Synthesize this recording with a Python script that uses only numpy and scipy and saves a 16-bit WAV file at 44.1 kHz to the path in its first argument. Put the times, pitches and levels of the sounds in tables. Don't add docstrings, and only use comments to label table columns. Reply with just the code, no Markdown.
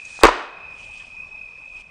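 import sys
import numpy as np
from scipy import signal
from scipy.io import wavfile

SR = 44100
rng = np.random.default_rng(int(sys.argv[2]) if len(sys.argv) > 2 else 0)


def pcm_store(signal):
    levels = np.round(np.clip(np.atleast_2d(signal), -1, 1) * 32767)
    wavfile.write(sys.argv[1], SR, levels.astype(np.int16).T)


def convert_level_to_amplitude(level_db):
    exponent = np.asarray(level_db, float) / 20
    return 10 ** exponent


N = 83790
SHOT_S, CRACK_LEAD_S = .2353, .0007


def rms_one(x):
    return x / np.sqrt(np.mean(x ** 2) + 1e-20)


def butter(x, order, hz, kind="low"):
    return signal.sosfilt(signal.butter(order, hz, kind, fs=SR, output="sos"), x)


def curve(rows):
    return convert_level_to_amplitude(np.interp(np.arange(N) / SR, *np.transpose(rows)))


def at_hz(points, hz, column=1):
    points = np.array(points)
    return np.interp(np.log(hz), np.log(points[:, 0]), points[:, column])


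def drift(rate_hz):
    r = np.exp(-80 * np.pi * rate_hz / SR)
    slow = signal.lfilter([1], [1, -2 * r, r * r], rng.standard_normal(N // 40 + 2002))[2000:]
    return np.interp(np.arange(N) / 40, np.arange(len(slow)), rms_one(slow - slow.mean()))


def click(s):
    return 1. * (np.arange(N) == int(s * SR))


def ring(clicks, hz, t60):
    r, w = convert_level_to_amplitude(-60 / (t60 * SR)), 2 * np.pi * hz / SR
    return signal.lfilter([0, np.sin(w)], [1, -2 * r * np.cos(w), r * r], clicks + 1e-18)


def bands(source, table):
    low_hz, high_hz = table[0][0], table[-1][0]
    edges = np.geomspace(low_hz, high_hz, int(3 * np.log2(high_hz / low_hz)) + 1)
    for k, (low, high) in enumerate(zip(edges, edges[1:])):
        yield np.sqrt(low * high), butter(source[k % 2], 2, [low, high], "band")


def coloured(source, spectrum, patchy_db):
    together = drift(1.3)
    out = 0
    for hz, x in bands(source, spectrum):
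        flicker_db = patchy_db * (0.36 * together + drift(32))
        out = out + x * convert_level_to_amplitude(at_hz(spectrum, hz) + flicker_db)
    return rms_one(out)


def knocks(rows):
    spread = .12
    out = np.zeros(N)
    for s, db, hz, rise_ms in rows:
        t = np.maximum(np.arange(N) / SR - s, 0)
        u = 1000 * t / rise_ms
        main, *sides = [np.sin(2 * np.pi * hz * (1 + spread * k) * t) for k in (0, 1, -1, 2)]
        out += convert_level_to_amplitude(db) * u * np.exp(1 - u) * (main + .35 * sum(sides))
    return out


# delay in seconds, level in dB, dullness cut in Hz.
BANGS = [
    (0, 11.5, 9000),
    (.0089, 1, 9000),
    (.0177, 4, 6000),
]
# pitch in Hz, level in dB, t60 in seconds.
BARREL = [(354.7, -10, .014), (450.7, -4, .012), (542, -4, .012), (900, -3, .01), (1100, 1.5, .01),
          (1530, -5, .008), (2050, -4, .007)]
# pitch in Hz, level in dB, t60 in seconds.
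CRACK = [(4300, 3.5, .004), (8050, -0.5, .003), (13700, -10, .002)]


def bang():
    pulses, fronts = np.zeros(N), np.zeros(N)
    for s, db, hz in BANGS:
        pulses += convert_level_to_amplitude(db) * butter(click(SHOT_S + s), 2, min(hz, .45 * SR))
        fronts += convert_level_to_amplitude(1.8 * (db - BANGS[0][1])) * click(SHOT_S - CRACK_LEAD_S + s)
    body = sum(convert_level_to_amplitude(db) * ring(pulses, hz, t60) for hz, db, t60 in BARREL)
    crack = sum(convert_level_to_amplitude(db) * ring(fronts, hz, t60) for hz, db, t60 in CRACK)
    return butter(body, 6, 320, "high") + crack


def puff():
    start_s, hz, db, t60_s = .2365, 35.2, -11.5, 0.22
    sag_s, sag_tau_s = .009, .004
    t = np.arange(N) / SR - start_s
    sagging = t + sag_s * (1 - np.exp(-np.abs(t) / sag_tau_s))
    tone = convert_level_to_amplitude(db - 60 * np.abs(t) / t60_s) * np.sin(2 * np.pi * hz * sagging) * (t > 0)
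    return tone + convert_level_to_amplitude(-14) * ring(click(start_s), 80, .05)


# start in seconds, level in dB, pitch in Hz, rise in ms.
RETURNS = [
    (.2692, -17, 6800, .5),
    (.2700, -18, 4500, .6),
    (.2856, -3, 1020, 1.7),
    (.2885, -13, 600, 2.0),
    (.418, -22, 750, 4.0),
]


def late_returns():
    return knocks(RETURNS)


# band centre in Hz, level in dB per band, t60 in seconds.
TAIL = [(110.3, -42.5, .3), (220, -33.5, 0.28), (350, -20.5, 0.61), (584, -22.5, 0.7), (1100, -13, 0.67),
        (1850, -18.5, 0.69), (3800, -26.5, 0.65), (6600, -32.5, 0.42), (10190, -37.5, .3)]
# time in seconds, level in dB.
WALLS = [(.24, -3), (.262, -1.5), (.268, -2), (.282, -1), (.292, 1), (.30, -3.5), (.35, -1), (.42, 3.5),
         (.5, 1)]


def tail():
    early_db, early_t60_s, onset_s = 7.5, 0.067, 0.0034
    t = np.maximum(np.arange(N) / SR - SHOT_S, 0)
    out = np.zeros(N)
    for hz, x in bands(rng.standard_normal((2, N)), TAIL):
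        out += rms_one(x) * convert_level_to_amplitude(at_hz(TAIL, hz) - 60 * t / at_hz(TAIL, hz, column=2))
    early = 1 + convert_level_to_amplitude(early_db - 60 * t / early_t60_s)
    return out * early * np.minimum(t / onset_s, 1) * curve(WALLS)


def creak():
    start_s, db, rise_db_per_s = .2125, -24.5, 699
    t = np.arange(N) / SR
    noise = rms_one(butter(rng.standard_normal(N), 3, (494, 1800), "band"))
    swell = convert_level_to_amplitude(db + rise_db_per_s * np.minimum(t - SHOT_S, 0))
    return noise * swell * (t > start_s) * (t < SHOT_S)


# start in seconds, level in dB, pitch in Hz, rise in ms.
SLIPS = [
    (.0500, -41.5, 6410, 3.0),
    (.1745, -44, 4400, 1.5),
    (.1907, -30.5, 900, .4),
    (.2125, -31.5, 790, 1.0),
    (.2170, -32.5, 1100, 1.0),
    (.2305, -20.5, 1300, 1.5),
    (.935, -58, 8400, 3.0),
    (1.0, -51.5, 1800, 8.0),
]


def slips():
    return knocks(SLIPS)


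def rub_grains():
    contacts_per_s = 1700
    return rng.standard_normal((2, N)) * (0.32 + (rng.random((2, N)) < contacts_per_s / SR))


# time in seconds, level in dB.
PUSH = [(0.0, -62), (0.042, -58), (0.052, -55.5), (0.082, -54.5), (0.194, -51), (0.208, -44),
        (0.225, -53.5)]
# frequency in Hz, level in dB per Hz.
PUSH_RUB = [(1300, -8), (1700, -1.5), (2300, -7), (3400, -3), (4600, -3), (6500, -4), (8500, -6.5),
            (11000, -8.5)]


def push():
    stroke = list(PUSH) + [(.235, -54), (.26, -90.5)]
    return convert_level_to_amplitude(6) * curve(stroke) * coloured(rub_grains(), PUSH_RUB, patchy_db=0.5)


# time in seconds, level in dB.
PULL = [(.62, -90.5), (.74, -71.5), (.81, -58.5), (.86, -61.5), (.9, -64), (.97, -58), (1.04, -61.5),
        (1.12, -67.5), (1.22, -76), (1.37, -86.5), (1.65, -78), (1.74, -72), (1.775, -63.5), (1.82, -65),
        (1.83, -70), (1.9, -67)]
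# frequency in Hz, level in dB per Hz.
RUB = [(1620, -32), (2750, 4.5), (3230, -9.5), (4070, -19), (5070, -6.5), (7010, -19.5), (8350, -8),
       (9400, -17.5), (12200, -43), (20700, -120)]


def pull():
    stroke = [(.3, -110)] + list(PULL)
    colour = list(RUB[:-2]) + [(11000, RUB[-3][1])]
    return convert_level_to_amplitude(9.5) * curve(stroke) * coloured(rub_grains(), colour, patchy_db=2.0)


# pitch in Hz, level in dB, chirps per second.
CRICKETS = [(2427.3, -47, 13), (2466, -50.5, 22), (2503, -41.5, 28.2), (2466, -49.5, 71), (2545, -41.5, 10),
            (2598, -47.5, 55)]


def cricket(hz, db, per_s, depth, swell_db):
    wobble_hz = 11.0 * hz / CRICKETS[0][0]
    strokes = np.cumsum(per_s * (1 + 0.077 * drift(5.2))) / SR + rng.random()
    pulse = np.maximum(1 + depth * np.cos(2 * np.pi * strokes), 0)
    tone = np.sin(2 * np.pi * np.cumsum(hz + wobble_hz * drift(12)) / SR)
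    return convert_level_to_amplitude(db + swell_db * drift(5.7)) * pulse * tone


# time in seconds, level in dB.
CHORUS = [(0, 2.5), (.085, -1), (.11, -2), (.2, 0.5), (.6, 4.5), (.68, 1.5), (.78, -2.5), (.95, 0.5),
          (1.1, -3), (1.2, 2), (1.3, -3.5), (1.4, 2.5), (1.55, -2), (1.7, -1.5), (1.78, 3.5), (1.82, -2.5),
          (1.9, -2.5)]


def crickets():
    near = curve(CHORUS) * sum(cricket(*row, depth=.4, swell_db=1.5) for row in CRICKETS)
    high = cricket(5180, -71, 29.5, depth=2, swell_db=2)
    far = cricket(5450, -73, 39, depth=0.33, swell_db=4)
    return near + high + far


# frequency in Hz, level in dB per Hz.
AIR = [(12, -27.5), (20, 0.5), (194, -13), (344, -21), (403, -17.5), (943, -14), (1100, -15), (2120, -29),
       (2250, -14), (2920, -54), (4950, -120)]
# time in seconds, level in dB.
BREEZE = [(0, -0.5), (.6, 2.5), (.9, 2), (1.1, 0.5), (1.25, 3.5), (1.45, 0), (1.7, -2), (1.9, 3)]


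def air():
    return convert_level_to_amplitude(-53) * curve(BREEZE) * coloured(rng.standard_normal((2, N)), AIR, patchy_db=3.0)


def hiss():
    colour = [(2250, 2.5), (4500, -6.5), (11000, -14.5)]   # Hz, dB per Hz
    return convert_level_to_amplitude(-62.5) * coloured(rng.standard_normal((2, N)), colour, patchy_db=1.5)


def scene():
    shot = bang() + puff() + late_returns() + tail()
    gun = creak() + slips() + push() + pull()
    return (shot + gun + crickets() + air() + hiss())[None]


def top_cut(x):
    return signal.sosfilt(signal.butter(12, 16840, fs=SR, output="sos"), x)


def record(dry):
    duck_db, settle_s, hold_to_s, release_s = -9, .18, 0.51, 0.2
    change_s, change_db = 1.8225, -6
    t = np.arange(N) / SR
    duck_times = [SHOT_S, SHOT_S + settle_s, hold_to_s, hold_to_s + release_s]
    x = dry * convert_level_to_amplitude(np.interp(t, duck_times, [0, duck_db, duck_db, 0]))
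    dull = signal.sosfilt(signal.ellip(10, .5, 70, 9430, fs=SR, output="sos"), x)
    crack_gate = convert_level_to_amplitude(-60 * np.abs(t - SHOT_S) / .03) * (t > SHOT_S - 2 * CRACK_LEAD_S)
    heard = dull + (x - dull) * crack_gate
    mix = np.clip(heard * convert_level_to_amplitude(change_db * (t > change_s)), -1, 1)
    return top_cut(mix)


dry = scene()
out = record(dry)
pcm_store(out)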